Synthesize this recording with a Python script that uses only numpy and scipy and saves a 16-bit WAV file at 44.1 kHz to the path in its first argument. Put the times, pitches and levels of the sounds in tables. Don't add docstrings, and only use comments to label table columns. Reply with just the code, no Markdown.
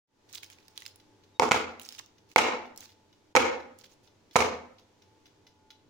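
import sys
import numpy as np
from scipy import signal
from scipy.fft import rfft, irfft, next_fast_len
from scipy.io import wavfile
from scipy.ndimage import uniform_filter1d

SR = 44100
rng = np.random.default_rng(int(sys.argv[2]) if len(sys.argv) > 2 else 0)


def wav_record(signal):
    frames = np.transpose(np.atleast_2d(signal))
    bounded = np.clip(frames, -1, 1)
    quanta = np.round(bounded * 32767).astype(np.int16)
    wavfile.write(sys.argv[1], SR, quanta)


N = 259749
TIME = np.arange(N) / SR
ONE_SECOND = TIME[:SR]


# f/Hz, rms level/dB before wavering
HUM_TONES = [(97, -76.5), (301, -78), (404, -81), (603, -88), (969, -87.5), (1437, -93)]
# t/s, rms level/dB before wavering
WHINE_LEVELS = [(0, -79), (1.0, -75.5), (4.9, -83.5), (5.12, -74.5), (5.35, -80.5), (5.65, -72),
                (5.89, -80)]
WHINE_HZ, HUM_WAVER_HZ = 869, 6
# f/Hz, level/dB
AIR_COLOUR = [(25, -7.5), (55, -19.5), (90, -1), (150, -9), (300, -5.5), (420, -5.5), (620, -13),
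              (900, -12.5), (1300, -19), (4000, -22), (6500, -24), (8500, -33.5), (13500, -40.5),
              (15300, -41)]
AIR_RMS_DB = -65
# t/s, level/dB
HISS_LEVELS = [(0, 3), (1.2, .5), (2.1, -1), (5.3, 0), (5.55, -2.5)]
SWELL_HZ, SWELL_DB = 9, 1.5

# first beat t/s, end t/s, first level/dB, last level/dB
TICK_SPELLS = [(0.2895, 5.3, -50.5, -47.5), (5.468, 5.89, -43, -40.5)]
BEAT_ACCENTS = [-2, 2, 2, 1]
BEAT_S = .23655
# f/Hz, level/dB, T60/s
CASE_MODES = [(1440, -9, .06), (2050, -7, .07), (2450, -7, .06), (2950, -3, .06), (3440, 0, .055),
              (3700, -4, .05), (4010, 0, .045), (4250, -6, .05), (4740, -7, .045), (5170, -2, .05),
              (5950, -4, .05)]
# f/Hz, level/dB
SCRAPE_COLOUR = [(600, -31), (1600, -6.5), (3500, 0), (6300, -2), (7800, -22), (11500, -18.5), (16000, -17)]
SCRAPE_DB = -2
CHATTER_HZ, CHATTER_DB = 450, 5

# start t/s, length/s, level/dB
PAPER_SLIDES = [(0.292, .025, -61), (0.332, 0.046, -59), (0.339, 0.017, -48), (0.374, 0.0087, -51.5),
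                (0.431, 0.0097, -48), (0.447, 0.026, -61), (0.506, 0.028, -56.5), (0.545, 0.193, -71.5),
                (0.758, 0.14, -59.5), (1.808, 0.16, -56.5), (1.988, 0.0057, -43.5), (2.292, 0.1, -63.5),
                (2.779, 0.039, -56.5), (2.827, 0.025, -51), (2.873, 0.056, -65.5), (3.786, 0.035, -60.5),
                (3.841, 0.024, -58), (3.897, 0.041, -64.5), (4.034, 0.035, -68.5), (4.339, 0.056, -46.5)]
RUSTLE_ATTACK_S, RUSTLE_RELEASE_S = 0.00424, 0.0051
GRAIN_DECAY_S, GRAIN_SCATTER_DB = 0.00039, 5.5
SLIDE_DB = 0.5
# f/Hz, level/dB
PAPER_COLOUR = [(200, -25.5), (700, -10), (1200, -2.5), (1800, -1), (2700, 1.5), (5000, 1.5), (6800, 1),
                (8200, -8), (11000, -6), (13500, -15.5), (15300, 1), (16500, -17.5)]
PAPER_PAN_DB = -6

# t/s, level/dB, ringing f/Hz, tilt of the crack from 2 to 12 kHz level/dB
CREASE_SNAPS = [(0.328, -33, 7540, 25), (0.349, -28, 6060, 16), (0.353, -28.5, 5100, 24),
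                (0.359, -34, 5600, 17), (0.4323, -28.5, 3000, -2), (0.4357, -42, 4500, 2),
                (.444, -36, 4000, 15), (.463, -46, 4570, -5), (0.501, -35, 2730, 13), (.586, -43, 2880, -8),
                (.682, -37, 4500, -1), (0.777, -23, 3593, 0), (0.804, -36, 5960, -4.5),
                (0.8215, -29, 1700, -5), (.854, -33.5, 4677, -12), (.863, -23, 4810, -0.5),
                (0.879, -37, 6530, 9.5), (.959, -39.5, 12300, 4.5), (1.7969, -27.5, 2743, 27),
                (1.815, -32, 2677, 20), (1.8203, -34, 9150, 19), (1.832, -37.5, 6975, 5),
                (1.851, -33, 4950, 17), (1.86, -40.5, 6484, 14), (1.889, -24, 4915, 9),
                (1.924, -30.5, 5635, 12.5), (1.93, -39.5, 5500, 2), (1.9493, -34.5, 2603, 1.5),
                (1.992, -32, 4570, -2), (1.997, -28, 1071, -21), (2.011, -41.5, 5500, -4),
                (2.061, -42.5, 6320, 3.5), (2.316, -39, 2854, -4), (2.7612, -38.5, 6200, 11),
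                (2.776, -27, 7000, 20), (2.8064, -30, 5430, 30), (2.857, -36, 5030, -5),
                (3.788, -38, 8200, 29), (3.842, -37.5, 5630, -27)]
FACET_SPREAD_OCT, FACET_DECAY_S, FACET_DB = 0.31, 0.0024, 1.5
FOLLOW_S, FOLLOW_DB, FOLLOW_SCATTER_DB = .005, -17, 4

SQUEAK_S, SQUEAK_DB = 1.362, -63

# f/Hz, level/dB, T60/s before the grip changes it
PAN_MODES = [(243.2, -18, .13), (390, -23, .1), (445, -21.5, 0.13), (517.5, -22, 0.23), (510, -7.5, 0.048),
             (690, -18, .04), (742, -18.5, 0.2), (868, 2, 0.015), (870, -23, .13), (912, -17, .06),
             (1030, -14.5, .035), (1280, -9.5, .014), (1436, -20, .05), (1800, -8, .011), (2140, -20, .07),
             (2200, 2.5, 0.011), (2260, -26, .05), (2870, -10, .011), (3860, -12, 0.014),
             (6500, -9, 0.0035)]
# from t/s, free mode f/Hz, its lift level/dB, ring time as a multiple of the usual [ratio]
KNOCK_GRIPS = [(1.3, 937, 3, 1.1), (2.3, 860, 2.5, .9), (3.3, 520, 5, 1.6), (4.3, 450, 8, 1.1)]
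FREE_WIDTH_OCT = .1
# t/s, level/dB, brightness f/Hz, clank of the rim level/dB, rattle level/dB, rattle decay/s, left minus right level/dB
STONE_CONTACTS = [(1.3967, 7, 2000, -6, 0, .002, 0.5), (1.421, 1.5, 897, -4, 2, 0.019, -4),
                  (1.433, -1.5, 905, -6.5, 0.5, 0.015, -5.5), (1.49, -11, 699, -10, 9, 0.011, 2),
                  (1.5111, -3, 4513, 8, 5.5, 0.015, -3.5), (1.5173, 0, 3760, 2.5, 3, 0.0029, -3.5),
                  (1.5443, -4.5, 1518, -10.5, -0.5, 0.0088, 4), (1.56, -12, 2250, -2, 4, 0.005, -7),
                  (2.361, 14, 4514, 8.5, -1, 0.0012, -1.5), (2.381, 4.5, 3390, -4.5, 3, 0.0048, 2.5),
                  (2.3844, -3, 3000, 3, 9, 0.0025, -3), (2.3879, -1.5, 2557, 3.5, 5.5, 0.0022, -0.5),
                  (3.352, 10.5, 2013, -4, 0, 0.0052, -4.5), (3.3629, 4.5, 3090, 1, 6.5, 0.0045, -2.5),
                  (3.3691, 8, 2386, 4.5, -2.5, 0.005, -8), (4.3576, 6.5, 1700, 3.5, -1.5, 0.0019, -4),
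                  (4.362, -1.5, 3556, -3.5, 12, 0.0048, -5.5), (4.3882, -5.5, 1900, 1, 1, 0.004, -0.5),
                  (4.405, -3.5, 3000, 0, 1.5, 0.0079, -7), (4.4223, -8, 1699, 8, -4, 0.0088, 10)]
# f/Hz, level/dB
RATTLE_COLOUR = [(100, -16), (250, 0.5), (340, -16), (490, 1), (630, -1.5), (900, 2.5), (1300, 2),
                 (1750, -7.5), (2250, 0), (2800, -7), (3600, -9.5), (4500, -10), (6800, -5.5), (8200, -13),
                 (13500, -19), (15200, -15)]
SPURT_HZ, SPURT_DB = 900, 4
PAN_LOW_HZ = 334
PAN_ROOM_DB = -8.5
# t/s, level/dB
COUNTER_THUMPS = [(1.3973, -25), (1.511, -20), (2.3607, -21.5), (3.3523, -20.5), (4.3567, -14.5)]
# f/Hz, level/dB, T60/s
COUNTER_MODES = [(82.8, -25, 0.67), (121.7, -18, 0.21), (160, -3.5, 0.057), (220, -1, 0.048)]

# f/Hz, level/dB, T60/s
KITCHEN_BANDS = [(80.54, -0.5, 0.41), (160, -12, 0.45), (247, -1, 0.66), (370, -3, .52),
                 (538.7, -4.5, 0.59), (850, -9, 0.55), (1140, -4.5, 0.48), (1600, -6, 0.53),
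                 (2240, -8, 0.46), (2800, -4.5, 0.43), (4150, -4, 0.41), (7100, -7.5, 0.36),
                 (10100, -4.5, 0.2), (15210, -7, .28)]
# f/Hz, correlation [0 to 1]
PORT_LIKENESS = [(130, .93), (260, .66), (600, 0.44), (1500, 0.08), (5000, 0.024)]
CLUMP_HZ, CLUMP_DB = 160, 3.5
TOP_HZ = 16300


def undb(db):
    return 10 ** (np.asarray(db) / 20)


def unit(x):
    return x / np.sqrt(np.sum(x ** 2, axis=-1, keepdims=True))


def colour(x, points):
    size = next_fast_len(x.shape[-1] + 4096, real=True) * 2
    octave = np.log2(np.maximum(np.fft.rfftfreq(size, 1 / SR), 1))
    hz, db = np.transpose(points)
    log_gain = np.log(undb(np.interp(octave, np.log2(hz), db)))
    one_sided = np.r_[1, np.full(size // 2 - 1, 2)]
    cepstrum = irfft(log_gain)[:size // 2] * one_sided
    response = np.exp(rfft(cepstrum, size))
    return irfft(rfft(x, size) * response)[..., :x.shape[-1]]


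def highpass(x, hz, order=2):
    return signal.sosfilt(signal.butter(order, hz, "high", fs=SR, output="sos"), x)


def walk(rate):
    steps = rng.standard_normal(400)
    return np.interp(TIME * rate, np.arange(len(steps)), steps)


def blend(mid, side, likeness):
    shared = np.sqrt(1 + likeness) * mid
    opposed = np.sqrt(1 - likeness) * np.array([side, -side])
    return (shared + opposed) / np.sqrt(2)


def noise(size, likeness):
    mid, side = rng.standard_normal((2, size))
    return blend(mid, side, likeness)


def ring(modes, detune, scatter_db, lag_s):
    hz, db, t60 = np.transpose(modes)[..., None]
    pitch, size, direction = rng.standard_normal((3,) + hz.shape)
    hz = hz * (1 + detune * pitch)
    t = ONE_SECOND[:SR // 3]
    decay_rate = np.log(1000) / t60
    waves = undb(db + scatter_db * size) * np.exp((2j * np.pi * hz - decay_rate) * t)
    offset = np.pi * hz * lag_s * direction
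    return np.array([np.sum(waves * np.exp(1j * side * offset), axis=0).imag for side in (1, -1)])


def add(out, s, sound, pan_db=0):
    start = max(int(s * SR), 0)
    part = sound[:, :N - start] * undb([[pan_db / 2], [-pan_db / 2]])
    out[:, start:start + part.shape[1]] += part


def hum_tone(hz, db):
    gain = undb(db + 3 * walk(8)) * np.sqrt(2)
    phase = 2 * np.pi * np.cumsum(hz + HUM_WAVER_HZ * walk(25)) / SR
    return gain * np.sin(phase)


def background():
    whine_db = np.interp(TIME, *np.transpose(WHINE_LEVELS))
    hum = sum(hum_tone(hz, db) for hz, db in [*HUM_TONES, (WHINE_HZ, whine_db)])
    low = signal.butter(2, 450, fs=SR)
    rumble = undb(SWELL_DB * walk(SWELL_HZ)) * signal.lfilter(*low, noise(N, likeness=.8))
    hiss_gain = undb(np.interp(TIME, *np.transpose(HISS_LEVELS)))
    hiss = hiss_gain * highpass(noise(N, likeness=0.15), hz=453)
    air = unit(colour(rumble + hiss, AIR_COLOUR))
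    return hum + undb(AIR_RMS_DB) * np.sqrt(N) * air


def tick():
    case = unit(ring(CASE_MODES, detune=.012, scatter_db=3, lag_s=.0001))
    t = ONE_SECOND[:case.shape[1]]
    chatter = undb(CHATTER_DB * walk(CHATTER_HZ)[:len(t)])
    rubbing = noise(len(t), likeness=0.56) * chatter * np.exp(-t / 0.014)
    scrape = unit(colour(rubbing, SCRAPE_COLOUR))
    onset = 1 - np.exp(-t / .0012)
    return 5.5 * (case + undb(SCRAPE_DB) * scrape) * onset


def timer():
    out = np.zeros((2, N))
    for first_s, end_s, first_db, last_db in TICK_SPELLS:
        beats = np.arange(first_s, end_s, BEAT_S)
        accents = np.resize(BEAT_ACCENTS, len(beats))
        levels = np.linspace(first_db, last_db, len(beats)) + accents
        for s, db in zip(beats, levels):
            add(out, s - .001, undb(db) * tick())
    return out


def facets(hz, spread_oct, decay_s, count):
    t = ONE_SECOND[:SR // 100]
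    pitch, left, right = rng.standard_normal((count, 3)).T
    hz = np.minimum(hz * 2 ** (spread_oct * pitch), SR / 2)
    waves = np.sin(2 * np.pi * hz[:, None] * t) * np.exp(-t / decay_s)
    return np.transpose([left, right])[..., None] * waves[:, None]


def slide_envelope(s, length, db):
    rise = np.minimum(TIME - s, 0) / RUSTLE_ATTACK_S
    fall = np.maximum(TIME - s - length, 0) / RUSTLE_RELEASE_S
    return undb(db) * np.exp(rise - fall)


def rustles(count):
    sliding = sum(slide_envelope(*slide) for slide in PAPER_SLIDES)
    swarm = np.zeros((2, N))
    grains = facets(hz=5540, spread_oct=0.72, decay_s=GRAIN_DECAY_S, count=count)
    for when, size, grain in zip(rng.random(count), rng.standard_normal(count), grains):
        add(swarm, when * TIME[-1], undb(GRAIN_SCATTER_DB * size) * grain)
    hiss = undb(SLIDE_DB) * unit(noise(N, likeness=0.12))
    crackle = highpass(colour(unit(swarm) + hiss, PAPER_COLOUR), hz=600)
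    return sliding * np.sqrt(N) * unit(crackle) * undb([[PAPER_PAN_DB / 2], [-PAPER_PAN_DB / 2]])


def snaps():
    out, t = np.zeros((2, N)), ONE_SECOND[:SR // 100]
    burst = np.exp(-t / .0008) + .08 * np.exp(-t / .004)
    for s, db, hz, treble_db in CREASE_SNAPS:
        papery = colour(noise(len(t), likeness=0.16) * burst, PAPER_COLOUR)
        crack = colour(papery, [(2000, 0), (12000, treble_db)])
        patches = facets(hz, FACET_SPREAD_OCT, FACET_DECAY_S, count=6).sum(axis=0)
        snap = 1.6 * (unit(highpass(crack, hz=1400, order=3)) + undb(FACET_DB) * unit(patches))
        add(out, s, undb(db) * snap, PAPER_PAN_DB)
        for follower in facets(hz, FACET_SPREAD_OCT, FACET_DECAY_S, count=4):
            size_db = db + FOLLOW_DB + FOLLOW_SCATTER_DB * rng.standard_normal()
            small_snap = undb(size_db) * (unit(follower) + unit(crack))
            add(out, s + rng.exponential(FOLLOW_S), small_snap, PAPER_PAN_DB)
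    return out


def squeak(s, hz, length_s, db):
    phase = 2 * np.pi * np.cumsum(hz + 20 * walk(64)) / SR
    swell = np.exp(-.5 * ((TIME - s) / length_s) ** 2)
    return undb(db) * swell * np.sin(phase)


def held_modes(s):
    _, free_hz, lift_db, sustain = [knock for knock in KNOCK_GRIPS if knock[0] <= s][-1]
    hz, db, t60 = np.transpose(PAN_MODES)
    free = np.exp(-(np.log2(hz / free_hz) / FREE_WIDTH_OCT) ** 2)
    return np.transpose([hz, db + lift_db * free, t60 * sustain])


def strike(modes, bright_hz, clank_db, rattle_db, rattle_s):
    body = unit(ring(modes, detune=.004, scatter_db=1.2, lag_s=.00012))
    t = ONE_SECOND[:body.shape[1]]
    spurts = undb(SPURT_DB * walk(SPURT_HZ)[:len(t)]) * np.exp(-t / rattle_s)
    rattle = unit(colour(noise(len(t), likeness=.3) * spurts, RATTLE_COLOUR))
    blow = colour(body + undb(rattle_db) * rattle, [(1100, 0.0047), (2150, clank_db), (5000, 0)])
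    contact = signal.butter(1, min(bright_hz, SR / 3), fs=SR)
    return 3.35 * highpass(signal.lfilter(*contact, blow), hz=PAN_LOW_HZ, order=2)


def cake_pan():
    out = np.zeros((2, N))
    for s, db, bright_hz, clank_db, rattle_db, rattle_s, pan_db in STONE_CONTACTS:
        hit = strike(held_modes(s), bright_hz, clank_db, rattle_db, rattle_s)
        add(out, s, undb(db) * hit, pan_db)
    for s, db in COUNTER_THUMPS:
        thump = ring(COUNTER_MODES, detune=0.03, scatter_db=2, lag_s=.0001)
        add(out, s, undb(db) * highpass(thump, hz=74.4, order=3))
    return out


def kitchen(x):
    hz, db, t60 = np.transpose(KITCHEN_BANDS)
    octave = np.log2(np.maximum(np.fft.rfftfreq(SR, 1 / SR), 1))
    alike_hz, alike = np.transpose(PORT_LIKENESS)
    likeness = np.interp(octave, np.log2(alike_hz), alike)
    mid, side = rfft(rng.standard_normal((2, SR)))
    field = blend(mid, side, likeness)
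    clumps = undb(CLUMP_DB * walk(CLUMP_HZ)[:SR])
    build_up = 1 - np.exp(-ONE_SECOND / 0.008)
    tail = 0
    for band, band_db, band_t60 in zip(np.eye(len(hz)), db, t60):
        fall = np.exp(-np.log(1000) * ONE_SECOND / band_t60)
        decay = unit(clumps * fall * build_up)
        band_noise = irfft(field * np.interp(octave, np.log2(hz), band))
        tail = tail + undb(band_db) * decay * band_noise
    return signal.fftconvolve(x[None], tail, axes=1)[:, :N]


def scene():
    pan = cake_pan() + squeak(SQUEAK_S, hz=3750, length_s=0.012, db=SQUEAK_DB)
    sheet, ticks = snaps() + rustles(count=8000), timer()
    near_walls = undb(PAN_ROOM_DB) * pan + undb(-10.0) * sheet + undb(-6) * ticks
    far_walls = undb(PAN_ROOM_DB) * cake_pan()
    reverberation = sum(kitchen(x) for x in [*near_walls, *far_walls])
    return pan + sheet + ticks + reverberation + background()


def limiter(x, ceiling_db, ratio, recovery_db_per_s, ahead_s):
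    power = uniform_filter1d(np.mean(x ** 2, axis=0), SR // 125)
    level_db = 10 * np.log10(np.maximum(power, 1e-12))
    over_db = np.maximum(level_db - ceiling_db, 0) * (1 - 1 / ratio)
    ramp = recovery_db_per_s * TIME
    cut_db = np.maximum.accumulate(over_db + ramp) - ramp
    early_cut_db = np.interp(TIME + ahead_s, TIME, cut_db)
    return x * undb(-uniform_filter1d(early_cut_db, SR // 300))


def record(dry):
    fade = np.clip((TIME - .07) / 0.25, 0, 1)
    limited = limiter(dry * fade, ceiling_db=-21.5, ratio=2.476, recovery_db_per_s=91.5, ahead_s=0.018)
    clipped = np.clip(limited, -1, 1)
    return signal.sosfilt(signal.ellip(8, .2, 70, TOP_HZ, fs=SR, output="sos"), clipped)


dry = scene()
out = record(dry)
wav_record(out)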